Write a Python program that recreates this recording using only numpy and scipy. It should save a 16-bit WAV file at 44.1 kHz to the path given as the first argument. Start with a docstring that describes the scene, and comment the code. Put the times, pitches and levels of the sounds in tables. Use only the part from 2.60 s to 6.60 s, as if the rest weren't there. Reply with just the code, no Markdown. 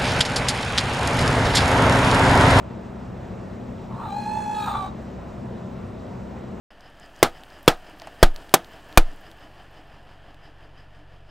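"""In a small wooden coop, a broody hen on her eggs growls once at a reaching hand.
One fluttering membrane makes her voice. It starts as a rasp of uneven slaps, then locks into a tone.
As the pitch sinks, strong and weak cycles alternate, adding half-pitch notes, and the rasp returns.
The boards give short echoes. A turning fan hums and pushes air throughout, a little to the left."""
import sys
import numpy as np
from scipy import signal
from scipy.fft import rfft, irfft, next_fast_len
from scipy.io import wavfile
from scipy.ndimage import uniform_filter1d

SR = 44100
rng = np.random.default_rng(int(sys.argv[2]) if len(sys.argv) > 2 else 0)


def to_wav(sig):
    """Store sig (one row per channel, or 1-D mono) as 16-bit WAV at the path in sys.argv[1].

    Samples outside -1..1 are clipped; the rate is SR.
    """
    pcm = np.clip(np.atleast_2d(sig), -1, 1) * 32767
    pcm = np.round(pcm).astype(np.int16)
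    wavfile.write(sys.argv[1], SR, pcm.T)  # frames by channels


N = 176400
TIME = np.arange(N) / SR

# pitch of the growl: time_s, pitch_hz
GROWL_PITCH = [(1.3, 678), (1.38, 731.6), (1.45, 813), (1.52, 795), (1.57, 825.4), (1.66, 840.8),
               (1.76, 859.6), (1.86, 841), (1.97, 850.7), (2.05, 829), (2.13, 800), (2.2, 776), (2.28, 752)]
# loudness of its overtones: time_s, level_db
OVERTONE_LEVEL = [(1.44, -68), (1.51, -51), (1.59, -47.5), (1.76, -44), (1.87, -45.5), (2.01, -42),
                  (2.12, -49), (2.25, -50), (2.29, -57)]
# loudness of the rasp's low part: time_s, level_db
RASP_LEVEL = [(1.28, -71), (1.315, -38.5), (1.35, -45), (1.41, -36), (1.465, -33), (1.505, -42),
              (1.55, -71.5), (1.96, -71), (2.055, -42), (2.075, -23), (2.122, -33.5), (2.158, -26),
              (2.205, -43), (2.275, -37), (2.32, -65)]
# loudness of the rasp's treble: time_s, level_db
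SIZZLE_LEVEL = [(1.3, -74.5), (1.47, -60), (1.6, -57.5), (1.92, -58), (2.04, -46), (2.11, -45.5),
                (2.16, -59), (2.26, -57), (2.32, -78.5)]


def from_db(db):
    """Turn decibels into a gain."""
    return 10 ** (np.asarray(db) / 20)


def unit_power(x):
    """Scale a signal to an average power of 1."""
    return x / np.sqrt(np.mean(x ** 2) + 1e-20)


def curve(rows):
    """Join (time_s, value) points with straight lines."""
    return np.interp(TIME, *np.transpose(rows))


def level(rows):
    """Gain from (time_s, level_db) points, silent outside them."""
    return from_db(np.interp(TIME, *np.transpose(rows), left=-140, right=-140))


def at_hz(rows, hz):
    """Look up hz in (frequency_hz, value) points, spaced by octaves."""
    frequencies, values = np.transpose(rows)
    return np.interp(np.log(hz), np.log(frequencies), values)


def drift(rate_hz):
    """A smooth random wobble, about 1 in size."""
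    r = np.exp(-40 * np.pi * rate_hz / SR)
    slow = signal.lfilter([1], [1, -2 * r, r * r], rng.standard_normal(N // 20 + 4002))[4000:]
    return np.interp(np.arange(N) / 20, np.arange(len(slow)), unit_power(slow))


def filtered(x, kind, hz, order=2):
    """Keep the lows, the highs or a band."""
    return signal.sosfilt(signal.butter(order, hz, kind, fs=SR, output="sos"), x + 1e-18)


def resonate(x, rows):
    """Ring several resonances side by side, at a total power of 1."""
    out = 0
    for hz, width_hz, db in rows:
        r = np.exp(-np.pi * width_hz / SR)
        b = (1 - r * r) / 2 * np.array([1, 0, -1])
        a = [1, -2 * r * np.cos(2 * np.pi * hz / SR), r * r]
        out = out + from_db(db) * signal.lfilter(b, a, signal.lfilter(b, a, x))
    return unit_power(out)


def glide(x, hz, width_hz):
    """Ring one resonance whose centre moves."""
    r = np.exp(-np.pi * width_hz / SR)
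    turn = np.exp(2j * np.pi * np.cumsum(hz) / SR)
    return (turn * signal.lfilter([(1 - r) ** 2], [1, -2 * r, r * r], x / turn)).real


def steady(x):
    """Hold the power near 1 over every few cycles."""
    x = unit_power(x)
    return x / np.sqrt(np.abs(uniform_filter1d(x ** 2, size=350)) + .05)


def per_side(x, factor):
    """Multiply the left spectrum by factor(hz) and divide the right by it."""
    size = next_fast_len(N + SR // 10, True)
    gain = factor(np.maximum(np.fft.rfftfreq(size, 1 / SR), 1))
    return irfft(rfft(x, size) * np.array([gain, 1 / gain]), size)[:, :N]


def fan_hum():
    """The fan hums at multiples of its turning rate, each wavering a little."""
    # hum at twice the turning rate: time_s, level_db
    lowest_hum = [(0, -45.5), (1.9, -52.5), (2.15, -44.5), (4, -47.5)]
    # hum at 3 to 12 times that rate: level_db
    upper_hum = [-63, -45, -63.5, -43.5, -44.5, -50.5, -72.5, -57.5, -56, -54]
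    turns_per_s, out = 31.61, 0
    for k, db in enumerate([curve(lowest_hum), *upper_hum], 2):
        waver = 1 + .25 * drift(4.8)
        phase = 2 * np.pi * (k * turns_per_s * TIME + rng.random()) + .27 * drift(3.7)
        out = out + from_db(db) * unit_power(waver * np.sin(phase))
    return out


def fan_air():
    """Air rushes from the fan: noise in half-octave bands, widest in the low middle."""
    # shape of the rush: frequency_hz, relative_db
    rush = [(15, -52), (25, -9.5), (86, -8), (124, 2.5), (160, -10), (172, -1), (231, -5.5), (278, -12),
            (579, -12.5), (1000, -20.5), (6000, -47), (7800, -78), (13200, -120)]
    # its faint hiss: frequency_hz, relative_db
    hiss = [(3000, -60), (6500, -46.5), (9000, -48), (12000, -62.5), (15500, -56.5)]
    # how alike left and right are: frequency_hz, likeness (1 = the same)
    likeness = [(60, 0.97), (140, 1), (280, 0.8), (550, 0.38), (1100, 0.52), (1900, 0.98), (10000, 0.99),
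                (13000, 0.81)]
    out, edges_hz = 0, 22 * 2 ** np.arange(0, 10, .5)
    noise = rng.standard_normal((2, 2, N))
    for k, (low, high) in enumerate(zip(edges_hz, edges_hz[1:])):
        mid, side = filtered(noise[k % 2], "band", [low, high], order=3)
        hz = np.sqrt(low * high)
        alike = at_hz(likeness, hz)
        width = np.sqrt((1 - alike) / (1 + alike))
        gain = from_db(max(at_hz(rush, hz), at_hz(hiss, hz)) + drift(6.4))
        out = out + gain * (mid + width * side * [[1], [-1]])
    return from_db(-36) * unit_power(out)


def coop(x):
    """Near boards echo the sound; a short tail follows and dies sooner in the treble."""
    # echoes off the boards: delay_s, gain_db
    boards = [(.0031, -42), (.0074, -5.5), (0.0132, -16)]
    bright = filtered(x, "band", [2400, 8000])
    echoes = sum(from_db(db) * np.interp(TIME - delay_s, TIME, bright) for delay_s, db in boards)
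    low_fade_s, high_fade_s = .33, .17  # time to fall by 60 dB
    t = TIME[:SR // 2]
    noise = rng.standard_normal((2, len(t))) * (t > .006)
    lows = filtered(noise, "low", 2000) * from_db(-60 * t / low_fade_s)
    highs = filtered(noise, "high", 2000) * from_db(-60 * t / high_fade_s)
    tail = filtered(lows - highs, "low", 7900, order=1)
    tail /= np.sqrt(np.sum(tail ** 2, axis=1, keepdims=True))
    mid, side = signal.fftconvolve(x[None], tail, axes=1)[:, :N]
    side = 2.5 * filtered(side, "low", 490, order=1)  # wide only in the lows
    return x + echoes + from_db(-11) * (mid + side * [[1], [-1]]) / 2


def rasp(pitch):
    """Uneven slaps of the membrane ring in the throat and beak; air adds a hoarse hiss."""
    # low resonance, sliding down at each break of the voice: time_s, centre_hz
    slide = [(1.3, 885), (1.45, 940), (1.48, 780), (2.065, 988), (2.11, 836), (2.145, 900), (2.18, 862)]
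    # that resonance and one at 1.5 times the pitch: width_hz, relative_db
    body_resonances = [(130, 3.5), (220, 0.5)]
    # treble resonances: centre_hz, width_hz, relative_db
    treble_resonances = [(1566, 200, 10.5), (2480, 340, 4.5), (4490, 290, -2.5), (6800, 280, -1),
                         (8340, 370, 1.5), (9300, 500, -18)]
    # narrow ring of the throat: time_s, centre_hz, level_db
    throat_ring = [(1.36, 4110, -74), (1.48, 3976, -55.5), (1.6, 3960, -78), (1.949, 3970, -72),
                   (2.035, 3960, -52.5), (2.12, 3920, -54), (2.29, 3780, -54), (2.305, 3820, -74)]
    cycles = np.floor(np.cumsum(pitch * (1 + .22 * drift(400))) / SR)
    slaps = np.diff(cycles, prepend=0) * rng.normal(.79, 1, N)  # one slap per uneven cycle
    body = sum(from_db(db) * glide(slaps, hz, width_hz)
               for hz, (width_hz, db) in zip([curve(slide), 1.5 * pitch], body_resonances))
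    ring = glide(slaps, curve([(s, hz) for s, hz, db in throat_ring]), width_hz=110)
    ring_gain = level([(s, db) for s, hz, db in throat_ring])
    hiss_hz = [10800, 15500]
    hiss = filtered(filtered(rng.standard_normal(N), "band", hiss_hz), "band", hiss_hz)
    sizzle = resonate(slaps, treble_resonances) + from_db(-11) * unit_power(hiss)
    return level(RASP_LEVEL) * steady(body) + ring_gain * steady(ring) + level(SIZZLE_LEVEL) * sizzle


def throat_notes(phase, pitch, flutter, multiples, throat_gains):
    """Multiples of the pitch, shaped by throat and beak, each swelling at its own point of the flutter."""
    # resonance that moves as the beak opens: time_s, centre_hz
    beak = [(1.65, 4040), (1.8, 3830), (1.97, 3540), (2.1, 3770), (2.25, 3940)]
    beak_boost_db, beak_width_hz = 9.5, 350
    growling = (TIME > GROWL_PITCH[0][0]) & (TIME < RASP_LEVEL[-1][0])
    strength, beak_hz = level(OVERTONE_LEVEL)[growling], curve(beak)[growling]
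    dull_db_per_octave = 2 * (1 - strength / strength.max())  # a weak voice loses its top
    out = np.zeros(N)
    for k in multiples:
        hz = k * pitch[growling]
        boost_db = beak_boost_db * np.exp(-((hz - beak_hz) / beak_width_hz) ** 2)
        dull_db = dull_db_per_octave * np.log2(np.maximum(hz / beak_hz, 1))
        shimmer_db = 2.5 * drift(82)[growling]
        gain = from_db(at_hz(throat_gains, hz) + boost_db - dull_db + shimmer_db)
        depth = .6 if k >= 2 else .2
        lead_radians = 1 + drift(3.6)  # mostly swells ahead of the tone
        swell = 1 + depth * np.sin(flutter + lead_radians)[growling]
        out[growling] += gain * swell * np.sin(k * phase[growling] + rng.uniform(0, 2 * np.pi))
    out[growling] = unit_power(out[growling])
    return out


def hen():
    """One fluttering membrane makes a clear tone, overtones, half-pitch notes and a rasp."""
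    # loudness of the clear tone: time_s, level_db
    tone_level = [(1.43, -64), (1.47, -40.5), (1.52, -31.5), (1.572, -29), (1.61, -34.5), (1.65, -40.5),
                  (1.665, -29.5), (1.72, -31), (1.765, -25.5), (1.8, -31), (1.97, -27.5), (2.05, -31.5),
                  (2.075, -39), (2.115, -28.5), (2.14, -39), (2.195, -40.5), (2.22, -33.5), (2.255, -34),
                  (2.275, -60)]
    # loudness of the half-pitch notes, when strong and weak cycles alternate: time_s, level_db
    half_level = [(1.3, -61.5), (1.35, -51), (1.45, -41), (1.51, -43.5), (1.54, -83), (1.9, -87),
                  (1.94, -40), (2.01, -35), (2.07, -33.5), (2.18, -31), (2.25, -41), (2.29, -54)]
    # how the throat shapes the overtones: frequency_hz, relative_db
    overtone_gains = [(1650, 3), (2550, 1.5), (3400, -8.5), (4200, -4), (5000, -12), (5950, -9), (7700, -9),
                      (8500, -13), (9400, -3.5), (11200, -15.5)]
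    # how it shapes the half-pitch notes: frequency_hz, relative_db
    half_gains = [(400, -26), (1100, 10), (1300, -8.5), (2000, -40), (3500, -22.5), (3850, -19.5),
                  (4400, -51), (7000, -49), (9000, -24), (13000, -59.5)]
    flutter_hz, flutter_depth, flutter_bend = 54, .47, .017  # depth: share of level; bend: of pitch
    flutter = 2 * np.pi * np.cumsum(flutter_hz * (1 + .0302 * drift(7.16))) / SR
    beat = np.sin(flutter)
    pitch, tone_gain, half_gain = curve(GROWL_PITCH), level(tone_level), level(half_level)
    rasp_gain = level(RASP_LEVEL) + level(SIZZLE_LEVEL)
    roughness = rasp_gain / (rasp_gain + tone_gain + half_gain)
    jitter = (.0047 + .03855 * roughness) * drift(140)  # more rasp, shakier pitch
    phase = 2 * np.pi * np.cumsum(pitch * (1 + flutter_bend * beat + jitter)) / SR
    swell = 1 + flutter_depth * (1 + .1 * drift(5.8)) * beat
    swell *= 1 + .2 * drift(34)  # uneven from beat to beat
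    tone = tone_gain * np.sqrt(2) * np.sin(phase - .11 * np.cos(flutter)) * unit_power(swell)
    overtones = throat_notes(phase, pitch, flutter, np.arange(2, 12), overtone_gains)
    halves = throat_notes(phase, pitch, flutter, np.arange(13) + .5, half_gains)
    fluttering_rasp = rasp(pitch) * unit_power(1 + .3 * beat)
    return tone + level(OVERTONE_LEVEL) * overtones + half_gain * halves + fluttering_rasp


def scene():
    """The hen in the coop, the fan a little to the left."""
    # the fan's lean, up on the left and down on the right: frequency_hz, gain_db
    fan_lean = [(180, .5), (280, 2.1), (380, 1), (550, -.1), (2000, 0)]
    growl = coop(hen())
    fan = per_side(fan_hum() + fan_air(), lambda hz: from_db(at_hz(fan_lean, hz)))
    return growl + fan


def record(dry):
    """The microphone's two openings put the treble out of step; the very top is cut steeply."""
    # how far the left opening is ahead of the right: frequency_hz, lead_radians
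    left_lead = [(60, -.08), (130, -.13), (400, -.3), (1000, 0), (1800, -.1), (3700, .6), (5000, .3),
                 (6000, -.4), (6900, 0), (7600, -.4), (8400, -1), (9000, -2.5), (10800, -3.2),
                 (14000, -6.7)]
    shifted = per_side(dry, lambda hz: np.exp(.5j * at_hz(left_lead, hz)))
    cutoff_hz = 15650
    return signal.sosfilt(signal.ellip(12, .2, 80, cutoff_hz, fs=SR, output="sos"), shifted)


dry = scene()
out = record(dry)
to_wav(out)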